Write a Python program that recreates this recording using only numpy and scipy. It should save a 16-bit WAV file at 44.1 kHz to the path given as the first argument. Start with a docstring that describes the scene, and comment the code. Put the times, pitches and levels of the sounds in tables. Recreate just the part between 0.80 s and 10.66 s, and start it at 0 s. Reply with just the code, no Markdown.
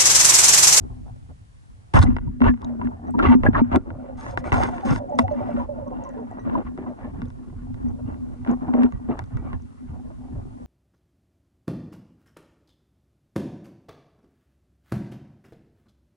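"""A speargun fires under water and is handled on the way up, heard from a two-port microphone on its barrel.
Recoil and water rock the housing into a rumble. Line, glove and shaft rub, squeak and knock on grip and
fittings, and the hollow barrel hums and thumps. A loose metal part pings and trapped air gurgles out, over
bright ticks, faint snaps in the metal and hiss. Every mode reaches the two ports with a phase of its own, which
gives the gun its width."""
import sys
import numpy as np
from scipy import signal
from scipy.io import wavfile

SR = 44100
rng = np.random.default_rng(int(sys.argv[2]) if len(sys.argv) > 2 else 0)


def store_pcm(level_fs):
    """Save levels as 16-bit WAV."""
    pcm = np.round(np.clip(level_fs, -1, 1) * 32767).astype(np.int16)
    wavfile.write(sys.argv[1], SR, np.atleast_2d(pcm).T)


N = 434826

# Water pushing on the housing, one curve before the shot and one after: time_s, level_db
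WATER_PUSH = [
    [(0.0, -32), (0.25, -41), (0.568, -46), (0.814, -51.5), (1.13, -51)],
    [(1.2, -41.5), (1.32, -27), (1.51, -26.5), (1.78, -37.5), (2.33, -38.5), (2.6, -23), (3.25, -37.5),
     (3.68, -33.5), (4.09, -45), (4.67, -35), (5.18, -38.5), (6.22, -43), (6.34, -34), (6.65, -37.5),
     (7.13, -35), (7.52, -39), (8.7, -39.5), (8.92, -44), (9.4, -36), (9.86, -46.5)],
]
# The rumble drifting between the ports: time_s, left_minus_right_db
RUMBLE_BALANCE = [(0, 1), (3, -1), (7, -3.5), (9.86, -2)]
# Recoil and hard grabs jolting the housing: start_s, peak_db, pitch_hz, t60_s
HOUSING_JOLTS = [(1.144, -6, 98, 0.046), (1.193, 0, 86.5, 0.091), (1.241, -17, 83.7, 0.31),
                 (2.466, -16.5, 88, 0.1), (3.723, -12, 100, 0.046), (4.11, -8, 134, 0.034),
                 (4.432, -17, 97.5, 0.27)]
# Tone of the bed of quiet water and microphone hiss: frequency_hz, density_db
BED_SPECTRUM = [(88, -30), (150, -17.5), (260, -19.5), (336, -15), (825, -13), (2030, -19.5), (2430, -22),
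                (4220, -25.5), (10600, -29), (12000, -38.5), (15600, -75), (22000, -120)]
# How alike the two ports hear that bed: frequency_hz, correlation
BED_CORRELATION = [(60, -0.31), (220, 0.5), (830, -1.03), (3110, -0.14), (11600, 0.47)]

# Resonances of each part: pitch_hz, level_db, t60_s, left_lead_rad
HOUSING_MODES = [(34, -11.5, 0.12, -0.7), (49.3, 2.5, 0.09, -0.46), (81.5, 3, 0.2, -1.25),
                 (104.7, 5.5, 0.081, -1.78), (149, -4, 0.013, 3)]
BARREL_MODES = [(247.46, 11.5, 0.2, 1.94), (267.7, -12.5, 0.51, 0.32), (392, -22.5, 0.079, 4.1)]
GRIP_MODES = [(321.5, 0.5, 0.038, 1.3), (387, -3.5, 0.049, 1.3), (453, -14.5, 0.072, 1.1),
              (496, -4, 0.034, 2.2), (601.4, 2, 0.028, 2.24), (752, 3, 0.014, 1.65),
              (772, -7.5, 0.011, 1.8)]
FITTING_MODES = [(934, 4, 0.041, -1.64), (1056, 5, 0.036, 1.95), (1145, 2.5, 0.024, -1.05),
                 (1244, 2, 0.013, -1.85), (1423, 0, 0.025, 0), (1725, 1.5, 0.025, 2.5),
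                 (1977, -5.5, 0.031, -1.43), (2260, -10, 0.039, -2.2), (2696, -12.5, 0.028, -1.7)]
METAL_MODES = [(3550, 3, 0.023, 0.8), (4120, 0, 0.0091, 0.4), (4630, -1, 0.019, 1.3),
               (5160, 3.5, 0.0098, 0.55), (6400, 5.5, 0.005, 1), (6650, -3.5, 0.0098, .6),
               (8200, 3, 0.0028, 0.28), (9760, -10.5, 0.018, .2)]
LOOSE_PART_MODES = [(1920, 6, 0.25, -0.58), (3900, -13.5, .08, .4), (5950, -7, 0.13, .6)]

# Light handling, one curve before the shot and one after: time_s, hum_db, dull_db, bright_db
LIGHT_HANDLING = [
    [(0.03, -45.5, -50.5, -70), (0.462, -65, -72, -85), (0.94, -81.5, -71, -79), (1.13, -82.5, -68, -81.5)],
    [(1.2, -58, -66.5, -72), (1.29, -42.5, -59.5, -54.5), (1.66, -43, -68, -68),
     (1.83, -44.5, -35.5, -52.5), (2.31, -45.5, -58.5, -74.5), (2.6, -25, -54.5, -54),
     (2.74, -35, -40, -48), (3.08, -35.5, -47.5, -57.5), (3.95, -53, -57, -53.5), (4.21, -37, -42, -60.5),
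     (4.62, -37.5, -46.5, -56), (4.86, -39.5, -41, -63), (5.35, -40.5, -41.5, -52.5),
     (6.17, -40.5, -54.5, -64.5), (6.7, -46, -55.5, -64), (7.09, -35, -50.5, -69), (7.66, -44, -56.5, -63),
     (7.86, -40, -49.5, -59), (8.85, -45.5, -59.5, -65.5), (9.86, -43, -51, -69.5)],
]
# Strokes of shaft, line and glove along the gun:
# start_s, swell_s, ease_s, dull_db, bright_db, hiss_db, hum_db, shake_db
GUN_STROKES = [(0.203, 0.015, 0.032, -90, -95, -99, -47.5, -34),
               (0.488, 0.018, 0.018, -46.5, -68, -99, -43.5, -40),
               (1.138, 0.036, 0.034, -14, -18.5, -41, -15, -3),
               (1.213, 0.023, 0.011, -25, -21, -37.5, -26, -5),
               (1.247, 0.01, 0.099, -28, -40, -64, -21.5, -12.5),
               (1.402, 0.078, 0.039, -65, -84.5, -99, -30.5, -22),
               (1.604, 0.022, 0.013, -30, -36, -79, -18, -23),
               (1.633, 0.05, 0.03, -16, -23.5, -58.5, -18.5, -15),
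               (1.812, 0.0074, 0.11, -39.5, -68, -99, -38, -40),
               (1.99, 0.066, 0.029, -34.5, -51.5, -99, -30.5, -24),
               (2.12, 0.016, 0.02, -45.5, -69.5, -99, -27.5, -35),
               (2.22, 0.082, 0.013, -33.5, -58, -99, -28, -42.5),
               (2.339, 0.013, 0.065, -40.5, -52, -99, -15, -38.5),
               (2.383, 0.0049, 0.048, -15, -29, -63, -21.5, -24.5),
               (2.425, 0.043, 0.018, -19, -17, -60, -25, -19.5),
               (2.486, 0.05, 0.022, -22, -23.5, -60, -18.5, -25),
               (2.633, 0.03, 0.02, -20, -29.5, -61, -19.5, -9.5),
               (2.733, 0.057, 0.023, -21.5, -27, -63, -18.5, -24),
               (2.914, 0.04, 0.02, -19.5, -28.5, -57.5, -17.5, -20),
               (3.372, 0.11, 0.068, -52.5, -44, -53.5, -40.5, -53),
               (3.572, 0.01, 0.028, -66, -40, -52, -31.5, -26),
               (3.641, 0.034, 0.044, -30.5, -37.5, -53, -43, -51),
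               (3.72, 0.017, 0.044, -27, -24, -43, -23, -17),
               (3.759, 0.08, 0.054, -25.5, -26.5, -46.5, -26.5, -26),
               (3.888, 0.06, 0.17, -37, -40.5, -58, -38, -48),
               (4.05, 0.077, 0.061, -46, -29, -45, -18, -21.5),
               (4.383, 0.0049, 0.037, -55, -33, -45.5, -37, -29),
               (4.5, 0.32, 0.042, -43, -43, -66, -34.5, -35.5),
               (4.601, 0.056, 0.031, -56, -60, -99, -37, -51), (5.06, 0.13, 0.035, -64, -62, -99, -35, -57),
               (5.649, 0.13, 0.051, -27, -47, -86, -21, -34),
               (5.848, 0.027, 0.014, -66.5, -46.5, -99, -30, -30),
               (5.974, 0.0078, 0.068, -35, -49.5, -99, -54, -58),
               (6.04, 0.036, 0.053, -40, -63, -99, -48, -53),
               (6.189, 0.063, 0.061, -44, -51.5, -99, -48, -32),
               (6.337, 0.078, 0.065, -42.5, -56.5, -99, -33, -36),
               (6.948, 0.088, 0.13, -47, -64, -99, -52, -37),
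               (7.26, 0.027, 0.074, -35.5, -54.5, -99, -37.5, -46),
               (7.663, 0.049, 0.033, -25, -42.5, -67, -28.5, -57.5),
               (7.806, 0.017, 0.068, -45, -52.5, -99, -35.5, -45),
               (7.874, 0.01, 0.073, -39.5, -61, -99, -27, -43),
               (7.931, 0.11, 0.048, -24.5, -43.5, -81, -44.5, -50),
               (8.119, 0.014, 0.051, -43, -55, -99, -46, -24.5),
               (8.287, 0.029, 0.04, -32.5, -45.5, -99, -28, -62),
               (8.371, 0.021, 0.033, -37.5, -45.5, -99, -57, -32),
               (8.507, 0.037, 0.13, -41, -62, -99, -43.5, -27.5),
               (8.639, 0.11, 0.0071, -44, -50.5, -99, -45, -25.5),
               (9.048, 0.074, 0.073, -62, -62, -99, -57, -32),
               (9.502, 0.059, 0.14, -66, -85, -99, -44, -35)]
# The line jerking tight against the barrel: start_s, peak_db, rise_s, t60_s
LINE_THUMPS = [(1.238, -7.5, 0.00095, 0.036), (1.284, -11.5, 0.0031, 0.075), (1.613, -8.5, 0.00064, 0.34),
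               (1.69, -9.5, 0.0037, 0.15), (1.849, -22, 0.0085, 0.73), (2.041, -18.5, 0.011, 0.14),
               (2.482, -9, 0.0043, 0.33), (2.551, -4.5, 0.00048, 0.18), (2.686, -2.5, 0.00095, 0.052),
               (2.816, -4, 0.00077, 0.14), (2.962, -7.5, 0.002, 0.037), (4.337, -27.5, 0.0072, 0.18),
               (4.392, -11, 0.0042, 0.11), (4.738, -16.5, 0.0037, 0.21), (6.058, -24.5, 0.0098, 0.21),
               (7.037, -24, 0.012, 0.21), (7.679, -16.5, 0.0067, 0.17), (7.815, -22, 0.0048, 0.067),
               (7.886, -27.5, 0.0083, 0.32), (7.939, -15, 0.0019, 0.29), (7.98, -13, 0.012, 0.26),
               (8.028, -8.5, 0.033, 0.08), (8.286, -19, 0.008, 0.11)]
# A stroke catching a resonance of the grip or fittings so that it squeaks: start_s, peak_db, pitch_hz
GUN_SQUEAKS = [(1.156, -20.5, 1014), (1.166, -17, 1427), (1.177, -18, 1085), (2.446, -19, 377),
               (2.449, -34, 2800), (2.939, -25, 961), (7.881, -40.5, 926), (7.944, -19.5, 432),
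               (8.04, -24.5, 404), (1.163, -29, 1123), (1.18, -22, 905), (1.262, -38, 2000),
               (1.463, -39, 980), (1.654, -17, 910), (1.826, -30.5, 967), (2.009, -29, 980),
               (2.339, -29.5, 965), (2.388, -17.5, 1420), (2.445, -17, 1176), (2.513, -22, 914),
               (2.658, -18, 1663), (2.745, -16, 1717), (2.748, -10.5, 1153), (2.79, -22, 920),
               (5.748, -24.5, 987), (6.06, -37.5, 1020), (2.108, -37.5, 938), (8.295, -25.5, 413)]
# Blows on the fittings: start_s, body_db, crack_db
FITTING_KNOCKS = [(1.138, -15, -28), (1.1426, -13, -40), (1.157, -21, -24), (1.171, -7, -28),
                  (1.191, -15, -17), (1.2285, -15, -16), (1.366, -12, -38), (1.305, -29, -70),
                  (1.385, -19, -78), (1.6047, -21.5, -51), (1.618, -5.5, -52), (1.6424, -10, -65),
                  (1.7394, -26.5, -78), (1.775, -35.5, -81), (1.8184, -36, -40.5), (1.845, -38, -39),
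                  (2.015, -20, -86), (2.072, -23, -76), (2.391, -11.5, -37.5), (2.443, -22, -43),
                  (2.4554, -15, -50), (2.52, -29, -40), (2.6345, -11, -43), (2.667, -27, -55),
                  (2.7325, -20, -62), (2.792, -15, -50), (2.929, -14, -55), (2.9595, -6.5, -21),
                  (3.104, -25.5, -81), (3.4097, -27.5, -65), (3.4639, -19.5, -45), (3.5746, -7, -27),
                  (3.6415, -18.5, -57), (3.72, -3, -40), (3.727, -3, -42), (3.742, -9, -40),
                  (3.835, -8.5, -20), (3.9819, -21.5, -55), (4.0924, -18, -55), (4.1608, -15.5, -28),
                  (4.3883, -1, -14.5), (4.3928, -1.5, -15), (4.405, -30, -41), (4.427, -48, -45),
                  (4.4805, -17, -51), (5.697, -23, -76), (5.743, -41, -48.5), (5.9758, -25, -51),
                  (6.2468, -30, -66), (6.4184, -26, -42), (6.456, -49, -46), (6.503, -32.5, -44),
                  (6.943, -34, -48), (7.343, -34, -69), (7.6485, -24.5, -56), (7.675, -23.5, -65),
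                  (7.881, -37, -70), (7.938, -19, -57), (8.022, -22, -54), (8.0337, -14, -34),
                  (8.123, -26, -50), (8.3913, -16, -28.5), (8.4396, -37, -43), (8.571, -28, -43.5),
                  (8.731, -22.5, -47)]
# Tiny bright ticks in the water: start_s, peak_db, pitch_hz, t60_s
WATER_TICKS = [(1.217, -26, 3600, 0.012), (1.221, -30, 4300, 0.017), (1.226, -24, 4330, 0.011),
               (1.234, -23.5, 3840, 0.012), (1.846, -36, 3740, 0.013), (4.797, -56, 6600, 0.01),
               (5.079, -53, 6020, 0.01), (5.25, -51, 5800, 0.01), (5.5123, -52.5, 7400, 0.0049),
               (6.484, -55, 6200, 0.0066), (8.46, -57, 6000, 0.0064), (8.822, -53, 6000, 0.0041),
               (1.3647, -48, 4990, 0.012), (1.846, -42.5, 6600, 0.014), (2.308, -42, 8200, 0.0024),
               (2.9587, -23, 2370, 0.0081), (3.726, -31.5, 6000, 0.0082), (3.834, -35, 5700, 0.0093),
               (4.0606, -53, 6100, 0.012), (4.1085, -30, 5600, 0.0074), (4.1593, -42, 5360, 0.015),
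               (4.356, -53, 6050, 0.016), (4.298, -51, 6900, 0.004), (4.514, -53, 4250, 0.02),
               (4.52, -54, 6280, 0.03), (5.2385, -39.5, 6600, 0.0019), (5.291, -42, 7070, 0.0026),
               (7.0867, -55, 5940, 0.013), (7.7136, -44, 6650, 0.0054), (8.1225, -53.5, 6650, 0.009),
               (8.3917, -50, 4700, 0.0054)]
# Taps on the loose metal part: start_s, level_db, overtone_offset_db
LOOSE_PART_TAPS = [(2.2702, -59, 10.5), (4.3296, -59.5, -15), (4.4247, -59, 13.5), (5.239, -61, 10),
                   (5.293, -54, 3), (5.4495, -76, -15), (5.5115, -53, -5), (5.595, -51, 4.5),
                   (8.1369, -56, -30), (8.576, -56, -24)]
# The loud bubbles leaving the barrel: start_s, level_db, pitch_hz
BIG_BUBBLES = [(3.235, -35, 580), (3.283, -31.5, 553), (3.54, -51, 624), (3.574, -50, 680),
               (3.643, -33, 623), (3.719, -27, 793), (3.768, -34, 594), (3.834, -33.5, 424),
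               (3.925, -29.5, 735), (4.026, -27.5, 795), (4.045, -31.5, 577), (4.112, -37, 504),
               (4.197, -28.5, 601), (4.228, -40, 578), (4.278, -28.5, 748), (4.3, -24, 608),
               (4.318, -32, 875), (4.33, -34, 625), (4.345, -40, 800), (4.389, -22.5, 690),
               (4.42, -31.5, 568), (4.435, -24.5, 766), (4.477, -33, 887), (4.506, -19.5, 610),
               (4.58, -31, 919), (4.588, -26.5, 621), (4.615, -28, 776), (4.668, -27.5, 720),
               (4.685, -27.5, 610), (4.77, -27.5, 588), (4.785, -30, 1000), (4.877, -25, 597),
               (4.897, -25, 590), (4.975, -32, 624), (5.007, -32, 567), (5.056, -33, 592), (5.09, -31, 546),
               (5.065, -41, 1112), (5.11, -43, 1063), (5.19, -39, 903), (5.2, -46, 723), (5.25, -38, 1067),
               (5.27, -36, 588), (5.37, -39.5, 970), (5.31, -48, 558), (5.36, -36.5, 452),
               (5.385, -34.5, 460)]


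def from_db(db):
    """Gain of a level in dB."""
    return np.exp(np.asarray(db) * np.log(10) / 20)


def in_time(rows):
    """Envelopes through the rows of a curve, one value a sample."""
    times, *columns = np.transpose(rows)
    return [np.interp(np.arange(N) / SR, times, column) for column in columns]


def at_hz(points, hz):
    """Read a spectrum on a log-frequency axis."""
    frequencies, values = np.transpose(points)
    return np.interp(np.log(hz), np.log(frequencies), values)


def drift(rate_hz):
    """Smooth random modulation with a spread of 1."""
    step, settle = 40, 2000
    pole = np.exp(-2 * np.pi * rate_hz * step / SR)
    noise = rng.standard_normal(N // step + settle + 2)
    slow = signal.lfilter([1], [1, -2 * pole, pole * pole], noise)[settle:]
    return np.interp(np.arange(N) / step, np.arange(len(slow)), slow / np.std(slow))


def lumpy(level_db, lumps_db):
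    """The light, wavering pressure of water and hands."""
    return from_db(level_db + lumps_db * drift(11.7))


def pressure(levels_db, steep, let_go_s=0.012):
    """Each stroke grabs, swells to its hardest, eases and lets go; steep deepens the swell."""
    out, grab_s = np.zeros(N), 0.004
    under_peak_db = [45, steep * 8.5, 0, steep * 15, 45]
    for (start, swell, ease, *_), level_db in zip(GUN_STROKES, levels_db):
        corners = start + np.cumsum([-grab_s, grab_s, swell, ease, let_go_s])
        span = np.arange(round(corners[0] * SR), round(corners[-1] * SR))
        out[span] += from_db(level_db - np.interp(span / SR, corners, under_peak_db))
    return out


def grains(per_s, spread_db):
    """Random slips of uneven size and sign, rms 1."""
    sizes = from_db(spread_db * np.minimum(rng.exponential(1, N), 4)) * rng.choice([-1, 1], N)
    slips = sizes * (rng.random(N) < per_s / SR)
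    return slips / np.std(slips)


def ring(force, hz, t60, lead, phase_shift=1):
    """One decaying mode; the left port hears it lead radians ahead of the right."""
    pole = from_db(-60 / (t60 * SR)) * np.exp(2j * np.pi * hz / SR)
    phasor = signal.lfilter([1], [1, -pole], force + 1e-18)
    half_lead = np.exp(0.5j * lead) * phase_shift
    return np.array([(phasor * half_lead).imag, (phasor * np.conj(half_lead)).imag])


def rubbed(modes, gain, per_s, spread_db, patchy_db, wobble_rad):
    """Slips under a pressure curve drive the modes; each comes and goes as the stereo phase wobbles."""
    slips = [grains(per_s, spread_db) for _ in range(2)]
    phase_shift = np.exp(0.5j * wobble_rad * drift(10.2))
    patchy_boost_db = patchy_db ** 2 * np.log(10) / 20   # mean power added by the coming and going
    out, mid_power = 0, 0
    for k, (hz, level_db, t60, lead) in enumerate(modes):
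        ring_rms = np.sqrt(t60 * SR / (4 * np.log(1000)))
        force = gain * from_db(level_db + patchy_db * drift(5.66)) * slips[k % 2] / ring_rms
        out = out + ring(force, hz, t60, lead, phase_shift)
        mid_power += (from_db(level_db + patchy_boost_db) * np.cos(lead / 2)) ** 2
    return out / np.sqrt(mid_power)


def struck(modes, times, blow_db, t60_scale, uneven_db):
    """Each blow is shared among the modes and strikes each with a strength of its own."""
    out, length = np.zeros((2, N + SR)), SR // 8
    scatter_db = uneven_db * rng.standard_normal((len(times), len(modes)))
    for k, (hz, level_db, t60, lead) in enumerate(modes):
        tail = ring(signal.unit_impulse(length), hz, t60 * t60_scale, lead) * (-1) ** k
        for start, gain in zip(times, from_db(blow_db + level_db + scatter_db[:, k])):
            at = round(start * SR)
            out[:, at:at + length] += gain * tail
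    return out[:, :N] / np.sqrt(len(modes))


def blips(rows, lead, sag):
    """Short tones that swell, sag in pitch and fade; rows: start_s, peak_db, pitch_hz, rise_s, t60_s."""
    out, t = np.zeros((2, N)), np.arange(SR // 5) / SR
    port_phase = np.array([[lead / 2], [-lead / 2]])
    for start, peak_db, hz, rise, t60 in rows:
        envelope = (1 - np.exp(-t / max(rise, 1e-4))) ** 2 * from_db(-60 * t / max(t60, 0.003))
        tone = np.sin(2 * np.pi * hz * (t - sag * t ** 2) + port_phase) / np.cos(lead / 2)
        at = round(start * SR)
        out[:, at:at + len(t)] += from_db(peak_db) * envelope / envelope.max() * tone
    return out


def muffle(x, hz):
    """Rubber, glove and water take off the treble."""
    return signal.sosfilt(signal.butter(4, hz, fs=SR, output="sos"), x)


def pan(x, left_db):
    """Tilt a pair towards the left port."""
    return x * from_db(np.array([[0.5], [-0.5]]) * left_db)


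def wander(x, depth_s):
    """The grip shifts, so the resonances bend slightly up and down."""
    read_at = np.arange(N) + depth_s * SR * drift(9.0)
    return np.array([np.interp(read_at, np.arange(N), side) for side in x])


def housing_rumble(shake_db):
    """Lumpy water pressure and strokes rock the housing; jolts swing it for a few cycles."""
    water = lumpy(in_time(np.concatenate(WATER_PUSH))[0], lumps_db=1.5)
    gain = water + pressure(shake_db, steep=1.25, let_go_s=0.022)
    rocking = rubbed(HOUSING_MODES, gain, per_s=370, spread_db=2.5, patchy_db=2.2, wobble_rad=0.98)
    jolts = blips([(s, db, hz, 0.003, t60) for s, db, hz, t60 in HOUSING_JOLTS], lead=-1.3, sag=0.27)
    return pan(muffle(rocking, hz=310), in_time(RUMBLE_BALANCE)[0]) + jolts


def water_bed(level_db=-69):
    """Quiet water and microphone hiss: half-octave noise bands, each with its own level and width."""
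    out, edges = 0, 140 * 2 ** np.arange(0, 7, 0.5)
    white = rng.standard_normal((2, 2, N))
    for k, (low, high) in enumerate(zip(edges, edges[1:])):
        bandpass = signal.butter(2, [low, high], "band", fs=SR, output="sos")
        mid, side = signal.sosfilt(bandpass, white[k % 2])
        centre_hz = np.sqrt(low * high)
        alike = np.clip(at_hz(BED_CORRELATION, centre_hz), -0.95, 0.95)
        band = np.sqrt(1 + alike) * mid + np.sqrt(1 - alike) * side * [[1], [-1]]
        out = out + from_db(at_hz(BED_SPECTRUM, centre_hz)) * band
    mid_rms = np.sqrt(np.mean(np.mean(out, axis=0) ** 2))
    return from_db(level_db) * out / mid_rms


def metal_crackle():
    """Faint scattered snaps ring in the metal parts."""
    snaps = from_db(-93) * grains(per_s=28, spread_db=3)
    return sum(ring(snaps, hz, t60 * 0.046, lead) for hz, _, t60, lead in METAL_MODES[2::2])


def barrel_hum(light_db, hum_db):
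    """The hollow barrel hums when rubbed and rings on its lowest mode when the line thumps it."""
    gain = lumpy(light_db, lumps_db=2.5) + pressure(hum_db, steep=1.3, let_go_s=0.035)
    hum = rubbed(BARREL_MODES, gain, per_s=490, spread_db=1.5, patchy_db=1.0, wobble_rad=0.69)
    hz, _, _, lead = BARREL_MODES[0]
    thumps = blips([(s, db, hz, rise, t60) for s, db, rise, t60 in LINE_THUMPS], lead, sag=0.27)
    return pan(muffle(hum, hz=680) + thumps, left_db=1.5)


def handling_rub(light_dull_db, light_bright_db, dull_db, bright_db):
    """Dense slips give a dull rattle in the grip and a bright one in the fittings; both catch and squeak."""
    gain = lumpy(light_dull_db, lumps_db=3.0) + pressure(dull_db, steep=0.93)
    dull = rubbed(GRIP_MODES, gain, per_s=900, spread_db=4.0, patchy_db=6.5, wobble_rad=0.91)
    grit = lumpy(light_bright_db, lumps_db=1.5) + pressure(bright_db, steep=0.9)
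    grit *= from_db(1.8 * drift(45))
    bright = rubbed(FITTING_MODES, grit, per_s=2600, spread_db=3.5, patchy_db=3.5, wobble_rad=0.6)
    squeaks = blips([(*row, 0.011, 0.04) for row in GUN_SQUEAKS], lead=1.7, sag=0.3)
    stutter = 1 + 0.8 * drift(150)
    return wander(muffle(dull, hz=1560) + muffle(bright, hz=3600) + squeaks * stutter, depth_s=0.0003)


def metal_slide(hiss_db):
    """Fine fast slips hiss in the metal while something slides."""
    gain = pressure(hiss_db, steep=0.72) * from_db(1.5 * drift(37))
    return rubbed(METAL_MODES, gain, per_s=3600, spread_db=3.0, patchy_db=1.5, wobble_rad=0.82)


def fitting_knocks():
    """A blow rings grip and fittings for body and cracks in the metal for attack."""
    times, body_db, crack_db = np.transpose(FITTING_KNOCKS)
    body = struck(GRIP_MODES + FITTING_MODES, times, body_db, t60_scale=0.66, uneven_db=3.5)
    crack = struck(METAL_MODES, times, crack_db, t60_scale=0.4, uneven_db=2.5)
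    return muffle(body, hz=3200) + crack


def water_ticks():
    """Each tick is one short high ring."""
    return blips([(s, db, hz, 0.0002, t60) for s, db, hz, t60 in WATER_TICKS], lead=0.6, sag=0)


def loose_part_pings():
    """The low mode always rings; how much of the overtones depends on where the part is touched."""
    times, level_db, offset_db = np.transpose(LOOSE_PART_TAPS)
    low = struck(LOOSE_PART_MODES[:1], times, level_db - 5, t60_scale=1, uneven_db=0)
    overtones = struck(LOOSE_PART_MODES[1:], times, level_db + offset_db, t60_scale=1, uneven_db=1.5)
    chatter = 1 + 0.5 * drift(90)
    return low + overtones * chatter


def air_gurgle():
    """Trapped air leaves in a fluttering stream; each bubble swells, rings and sags. Low ones sit right."""
    small_count, stream_s, lowest_hz, highest_hz = 280, (3.05, 5.45), 533.2, 1008
    rise_s, t60_s, split_hz = 0.013, 0.11, 670
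    when, pitch, size = rng.random((small_count, 3)).T
    small_db = -45 + (2 * size - 1)
    small_hz = lowest_hz * (highest_hz / lowest_hz) ** pitch ** 2
    small = np.transpose([np.interp(when, [0, 1], stream_s), small_db, small_hz])
    bubbles = [(*row, rise_s, t60_s) for row in [*BIG_BUBBLES, *small]]
    low = blips([row for row in bubbles if row[2] < split_hz], lead=1.8, sag=0.78)
    high = blips([row for row in bubbles if row[2] >= split_hz], lead=2.0, sag=0.56)
    flutter = 1 + 0.45 * drift(69)
    return (pan(low, left_db=-6) + high) * flutter


def scene():
    """The gun up close, its parts all driven by the same strokes, over the quiet water."""
    _, _, _, dull_db, bright_db, hiss_db, hum_db, shake_db = np.transpose(GUN_STROKES)
    light_hum_db, light_dull_db, light_bright_db = in_time(np.concatenate(LIGHT_HANDLING))
    hum = barrel_hum(light_hum_db, hum_db)
    friction = handling_rub(light_dull_db, light_bright_db, dull_db, bright_db) + metal_slide(hiss_db)
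    gun = hum + friction + housing_rumble(shake_db) + air_gurgle() + fitting_knocks() + loose_part_pings()
    return gun + water_ticks() + metal_crackle() + water_bed()


def record(dry):
    """Thin the deepest rumble, duck after loud peaks, soft-clip at full scale and cut the top."""
    low_cut_hz, high_cut_hz = 32.4, 12050
    threshold_db, duck_slope, attack_s, release_db_per_s = -13, 0.3, 0.014, 4.03
    thinned = signal.sosfilt(signal.butter(2, low_cut_hz, "high", fs=SR, output="sos"), dry)
    release_db = release_db_per_s * np.arange(N) / SR
    peak_db = 20 * np.log10(np.max(np.abs(thinned), axis=0) + 1e-6)
    held_db = np.maximum.accumulate(peak_db + release_db) - release_db
    duck_db = -duck_slope * np.maximum(held_db - threshold_db, 0)
    pole = np.exp(-1 / (attack_s * SR))
    ducked = thinned * from_db(signal.lfilter([1 - pole], [1, -pole], duck_db))
    clipped = ducked / (1 + ducked ** 6) ** (1 / 6)
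    return signal.sosfilt(signal.cheby2(14, 60, high_cut_hz, fs=SR, output="sos"), clipped)


dry = scene()
out = record(dry)
store_pcm(out)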